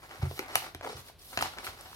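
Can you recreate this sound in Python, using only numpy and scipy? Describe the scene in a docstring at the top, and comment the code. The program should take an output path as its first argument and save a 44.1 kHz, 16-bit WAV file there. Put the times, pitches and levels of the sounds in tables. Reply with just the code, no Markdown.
"""A filled paper bag is set upright on a table and its top is folded over, close by in a small room.
Creases snap as cracks and ticks that ring the paper panels; small creases crinkle as random clicks.
Fingers and paper slide with a rasp and a fine hiss; soft pushes ring the table, one of them a clear thump.
The folding top creaks as a run of short rings that sink in pitch; room rumble and hiss lie underneath."""
import sys
import numpy as np
from scipy import signal
from scipy.fft import rfft, irfft
from scipy.io import wavfile
from scipy.ndimage import map_coordinates

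SR = 44100
rng = np.random.default_rng(int(sys.argv[2]) if len(sys.argv) > 2 else 0)


def generate_wav(sig):
    """Save sig (samples, or channels by samples) to the path in sys.argv[1] as 16-bit PCM at SR."""
    pcm = np.round(np.clip(np.atleast_2d(sig).T, -1, 1) * 32767).astype(np.int16)
    wavfile.write(sys.argv[1], SR, pcm)


N = 85995

# Spectrum of a crease crack. Each row: frequency in Hz, level in dB.
CRACK_COLOUR = [(60, -15), (250, -5), (700, -5.5), (2000, 3), (3300, 0), (5200, -5), (7000, -11),
                (16000, -24.5)]
CREASE_SPREAD_DB = 2.5


def undb(db):
    """Decibels to gain."""
    return 10 ** (np.asarray(db) / 20)


def unit(x):
    """Scale to rms 1."""
    return x / np.sqrt(np.mean(x ** 2))


def at(points, hz):
    """Read a (Hz, value) table on a log-frequency axis."""
    table_hz, values = np.array(points).T
    return np.interp(np.log(hz + 1), np.log(table_hz), values)


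def curve(rows, axis=1):
    """Gain over time from a dB column."""
    rows = np.array(rows)
    return undb(np.interp(np.arange(N) / SR, rows[:, 0], rows[:, axis]))


def convolve(x, response):
    """Pass a sound through a response."""
    return signal.fftconvolve(x, response)[:len(x)]


def colour(x, points, size=2048):
    """Minimum-phase filter with the given spectrum shape; its impulse response peaks at 1."""
    log_gain = np.log(undb(at(points, np.fft.rfftfreq(size, 1 / SR))))
    # Folding the cepstrum onto positive time makes the filter causal.
    cepstrum = irfft(log_gain)
    cepstrum[1:size // 2] *= 2
    cepstrum[size // 2 + 1:] = 0
    response = irfft(np.exp(rfft(cepstrum)))
    return convolve(x, response / np.abs(response).max())


def add(out, start_s, x):
    """Mix a sound in at start_s."""
    i = int(start_s * SR)
    out[i:i + len(x)] += x[:N - i]


def grains(per_s, spread_db):
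    """Random tiny clicks of either sign, a few much larger than the rest."""
    size = undb(spread_db * np.minimum(rng.exponential(size=N), 4))
    present = rng.random(N) < per_s / SR
    return present * size * rng.choice([-1, 1], N)


def bag(x):
    """The hollow bag adds a few narrow resonances."""
    # Bag resonances. Each row: frequency in Hz, bandwidth in Hz, level in dB.
    bag_modes = [(493, 5.7, -38.5), (763.4, 20.7, -0.5), (825.6, 23.7, -6), (1340, 24.6, -14.5)]
    return x + sum(undb(db) * signal.lfilter(*signal.iirpeak(hz, hz / width_hz, SR), x)
                   for hz, width_hz, db in bag_modes)


def floor():
    """Quiet room rumble and hiss: coloured noise, mostly common to both channels."""
    # Floor spectrum. Each row: frequency in Hz, level in dB.
    floor_colour = [(20, -8.5), (45, 8.5), (110, -3.5), (250, -14), (650, -14), (1200, -21.5), (4000, -25),
                    (16000, -50.5)]
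    level_db, side_db = -56, -10
    mid, side = (unit(colour(rng.standard_normal(N), floor_colour)) for _ in range(2))
    return undb(level_db) * (mid + undb(side_db) * side * np.array([[1], [-1]]))


def fits():
    """Paper gives in fits and starts: gain jumps at random moments and holds until the next catch."""
    catches_per_s, range_db = 170, 3.5 * 2.08
    catch = np.cumsum(rng.random(N) < catches_per_s / SR)
    return unit(undb(rng.uniform(-range_db, range_db, N))[catch])


def rustle():
    """Small creases crinkle in spurts as the bag bends; fibres catch and slip where surfaces slide."""
    # Spectra of crinkle, rasp and fine hiss. Each row: frequency in Hz, level in dB.
    crinkle_colour = [(50, -2), (150, -15), (300, -6.5), (520, -4.5), (820, -2), (1400, -4.5), (2200, -8),
                      (3200, -17), (7000, -24.5), (16000, -34.5)]
    rasp_colour = [(100, -26.5), (1000, -6), (2200, -5), (3800, 1), (5300, -0.5), (7000, -8), (10000, -8),
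                   (16000, -39.5)]
    hiss_colour = [(100, -45), (4000, -11.5), (7000, -8.5), (10000, 0.5), (12500, 3), (16000, -6)]
    # How hard the paper is bent. Each row: time in seconds, crinkle level in dB.
    bend = [(0, -54), (.21, -50.5), (.24, -44), (.29, -61), (.41, -50), (.55, -43.5), (.58, -56),
            (.63, -46.5), (.69, -48), (.72, -73.5), (.80, -61.5), (.835, -45), (.87, -40.5), (.92, -57),
            (.935, -52.5), (1.0, -50.5), (1.03, -62.5), (1.10, -58.5), (1.12, -100.5), (1.318, -60.5),
            (1.328, -42.5), (1.365, -51), (1.39, -34.5), (1.465, -43.5), (1.50, -60.5), (1.56, -48.5),
            (1.585, -40.5), (1.615, -52), (1.66, -50.5), (1.675, -46), (1.71, -57), (1.87, -52),
            (1.95, -58)]
    # Sliding contact. Each row: time in seconds, rasp level in dB, hiss level in dB, both before trim.
    rub = [(0, -62, -70.5), (.28, -57, -63), (.38, -51, -56), (.45, -69, -71), (.55, -47, -61.5),
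           (.565, -40, -45), (.69, -56.5, -66.5), (.725, -74, -72.5), (.80, -68, -88.5), (.86, -51, -62),
           (.953, -53.5, -71), (.96, -50.5, -60.5), (1.005, -51, -58.5), (1.03, -69, -69),
           (1.085, -52.5, -60), (1.125, -94, -75.5), (1.178, -85.5, -79), (1.19, -61.5, -67),
           (1.27, -56.5, -56.5), (1.405, -51, -58), (1.414, -38.5, -42), (1.45, -42.5, -57),
           (1.52, -58.5, -65), (1.585, -58, -67.5), (1.635, -53, -64.5), (1.652, -44, -46.5),
           (1.72, -59.5, -66.5), (1.95, -55.5, -62)]
    creases_per_s, fibres_per_s, fibre_spread_db = 1400, 4500, 2.5
    rasp_trim_db, hiss_trim_db = -0.5, 3.5

    spurts = fits()
    creases = spurts * grains(creases_per_s, CREASE_SPREAD_DB)
    crinkle = unit(bag(colour(creases, crinkle_colour)))
    slips = np.sqrt(spurts) * grains(fibres_per_s, fibre_spread_db)
    rasp = unit(colour(slips, rasp_colour))
    hiss = unit(colour(grains(fibres_per_s, fibre_spread_db), hiss_colour))
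    sliding = undb(rasp_trim_db) * rasp * curve(rub) + undb(hiss_trim_db) * hiss * curve(rub, axis=2)
    return crinkle * curve(bend) + sliding


def spray(t, scatter, decay_s):
    """A sharp pulse trailed by a spray of breaking fibres, its spectrum flattened."""
    x = (t == 0) + scatter * rng.standard_normal(len(t)) * np.exp(-t / decay_s)
    flat = irfft(np.exp(1j * np.angle(rfft(x))), len(t))
    return np.linalg.norm(x) * flat * (t < t[-1] / 2)  # drop the wrapped half


def snaps():
    """A crease buckles: a crack, a treble tick, and a few cycles of the paper panel."""
    # Buckling creases. Each row: start in seconds, panel pitch in Hz, then ring, crack and tick level in dB.
    creases = [(0.1118, 1286, -29.5, -63.5, -57.5), (0.228, 642, -34.5, -39, -61.5),
               (0.3113, 445.3, -33.5, -41.5, -58), (0.392, 1414, -19.5, -25.5, -25.5),
               (0.3932, 344.3, -28, -55.5, -54), (0.5553, 1947, -16, -15, -8.5),
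               (0.5565, 818.5, -15, -31.5, -12), (0.6220, 780, -33.5, -53.5, -51),
               (0.7478, 303, -38, -32, -29.5), (0.8104, 653.5, -32, -41, -46.5),
               (0.8475, 698, -29, -38.5, -43), (0.8643, 896, -28, -55, -43.5),
               (0.8730, 848, -26.5, -58, -36.5), (0.929, 487.4, -36, -50, -44), (1.098, 681, -41, -56, -59),
               (1.3739, 1437, -16.5, -22, -27), (1.3751, 712, -20.5, -21.5, -40),
               (1.3900, 1806, -15, -29, -44), (1.4096, 1300, -15.5, -43, -39),
               (1.4243, 867.6, -14.5, -20.5, -30), (1.5792, 1104, -36, -47.5, -51),
               (1.5850, 1336, -26.5, -32, -54.5), (1.6453, 1390, -44.5, -38, -31),
               (1.6676, 1340, -24, -30.5, -37.5), (1.674, 1420, -24.5, -39.5, -47.5),
               (1.8105, 788, -43, -55.5, -33), (1.93, 1157, -34, -56, -58.5)]
    # Panel modes. Each row: frequency ratio to panel pitch, level in dB.
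    panel_modes = [(1, 2), (1.5, -3), (2.4, -6), (3.8, -12)]
    # Treble tick spectrum. Each row: frequency in Hz, level in dB.
    tick_colour = [(100, -35), (3000, -15.5), (5400, 1.5), (7200, -3), (9000, 4.5), (12000, 3),
                   (16000, -11.5)]
    crack_decay_s, crack_scatter = 0.001301, 0.6857
    tick_decay_s, tick_scatter = 0.00097, 0.238
    ring_decay_cycles, ring_rise_s = 1.423, 0.000571

    out, t = np.zeros(N), np.arange(SR // 12) / SR
    for start_s, hz, ring_db, crack_db, tick_db in creases:
        crack = colour(spray(t, crack_scatter, crack_decay_s), CRACK_COLOUR)
        tick = colour(spray(t, tick_scatter, tick_decay_s), tick_colour)
        panel = sum(undb(db) * np.sin(2 * np.pi * (hz * ratio * t + rng.random()))
                    for ratio, db in panel_modes)
        panel *= np.exp(-t * hz / ring_decay_cycles) * (1 - np.exp(-t / ring_rise_s))
        snap = undb(crack_db) * crack + undb(tick_db) * tick + undb(ring_db) * panel
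        add(out, start_s, -snap)
    return bag(out)


def bumps():
    """Soft pushes of the bag ring the table; a longer contact is duller."""
    # Pushes. Each row: start in seconds, level in dB, contact in seconds.
    pushes = [(0.192, -36, 0.00473), (0.2259, -17, 0.00289), (0.556, -42.5, 0.00234), (0.745, -33, 0.0096),
              (0.944, -35.5, 0.00587), (1.374, -38.5, 0.0018), (1.421, -39.5, 0.00152),
              (1.677, -37, 0.01014)]
    # Modes of table and contents. Each row: frequency in Hz, level in dB, 60 dB decay in seconds.
    table_modes = [(88.8, -4, 0.172), (110.64, 1, 0.0765), (129.06, -7.5, 0.1578), (226.7, -11.5, 0.0874),
                   (368.7, -5.5, 0.068)]
    rise_s = 0.00547

    out, t = np.zeros(N), np.arange(SR // 3) / SR
    ring = sum(undb(db) * np.sin(2 * np.pi * hz * t) * np.exp(-np.log(1000) * t / t60_s)
               for hz, db, t60_s in table_modes)
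    ring = ring * (1 - np.exp(-t / rise_s))
    for start_s, db, contact_s in pushes:
        push = np.sin(np.pi * np.minimum(t / contact_s, 1)) ** 2
        add(out, start_s, undb(db) * convolve(ring, push / push.sum()))
    return out


def fold():
    """Rolling the top over: small creases tick and ring the flap, which sinks in pitch as it lengthens."""
    # Creak. Each row: time in seconds, mean pitch in Hz, level in dB.
    creak = [(0.828, 646, -55.5), (0.86, 530, -39.5), (.92, 474, -50), (1.0, 475, -57.5)]
    creases_per_s, decay_cycles, pitch_scatter, tick_db = 300, 3.03, 0.125, 1.5

    out, t = np.zeros(N), np.arange(SR // 25) / SR
    times_s, pitches_hz, levels_db = np.array(creak).T
    tick = undb(tick_db) * np.diff(colour(1. * (t == 0), CRACK_COLOUR), prepend=0)
    for start_s in np.flatnonzero(rng.random(N) < creases_per_s / SR) / SR:
        if times_s[0] < start_s < times_s[-1]:
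            pitch_draw, level_draw = rng.standard_normal(2)
            hz = np.interp(start_s, times_s, pitches_hz) * np.exp(pitch_scatter * pitch_draw)
            size = undb(np.interp(start_s, times_s, levels_db) + CREASE_SPREAD_DB * level_draw)
            ring = np.sin(2 * np.pi * hz * t) * np.exp(-t * hz / decay_cycles)
            add(out, start_s, size * (tick + ring))
    return out


def room(x, wet_db):
    """Direct sound reaches the left port first; the diffuse tail is alike on both ports only in the bass."""
    # Reverberation. Each row: frequency in Hz, 60 dB decay in seconds.
    room_t60 = [(100, 0.226), (500, 0.1885), (4000, 0.269), (11000, 0.1097)]
    tail_delay_s, port_path_m, sound_m_per_s = .003, .056, 343
    # Creases lie all over the bag, so the lag between the ports wanders.
    lag_scatter_s, lag_changes_per_s = .00005, 150

    t, samples = np.arange(SR // 2) / SR, np.arange(N)
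    hz = np.fft.rfftfreq(len(t), 1 / SR)
    likeness = np.sinc(hz * .0009)
    mid, side = rfft(rng.standard_normal((2, len(t))))
    noise = mid * np.sqrt(1 + likeness) + np.array([side, -side]) * np.sqrt(1 - likeness)

    # Overlapping bands, each with its own decay.
    centres_hz = np.geomspace(100, 16000, 8)
    tails = 0
    for centre_hz, weights in zip(centres_hz, np.eye(len(centres_hz))):
        band = irfft(noise * at(list(zip(centres_hz, weights)), hz))
        tails = tails + band * np.exp(-np.log(1000) * t / at(room_t60, centre_hz))
    tails = tails * (t > tail_delay_s)
    wet = np.array([convolve(x, tail / np.linalg.norm(tail)) for tail in tails])

    place = np.interp(samples / SR * lag_changes_per_s, samples, rng.standard_normal(N))
    lag_s = port_path_m / sound_m_per_s + lag_scatter_s * place
    right = map_coordinates(x, [samples - lag_s * SR], order=5)
    return np.array([x, right]) + undb(wet_db) * wet


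def scene():
    """The bag on its table in the room."""
    handling = room(rustle() + fold(), wet_db=-4)
    return floor() + handling + room(snaps(), wet_db=-9) + room(bumps(), wet_db=-5.5)


def record(dry):
    """The right port is brighter than the left; the lowest bass is thinned and the top is cut steeply."""
    bass_pan_db, mid_pan_db, treble_pan_db = -1, 1.07, -4  # left minus right
    low_cut_hz, top_hz = 69.1, 16100
    pan = [(130, bass_pan_db), (300, 0), (1500, mid_pan_db), (5000, mid_pan_db), (11000, treble_pan_db)]
    pan_db = at(pan, np.fft.rfftfreq(N, 1 / SR))
    heard = irfft(rfft(dry) * undb(np.array([pan_db, -pan_db]) / 2), N)
    heard = signal.sosfilt(signal.butter(2, low_cut_hz, "high", fs=SR, output="sos"), heard)
    return signal.sosfilt(signal.ellip(8, .2, 80, top_hz, fs=SR, output="sos"), heard)


dry = scene()
out = record(dry)
generate_wav(out)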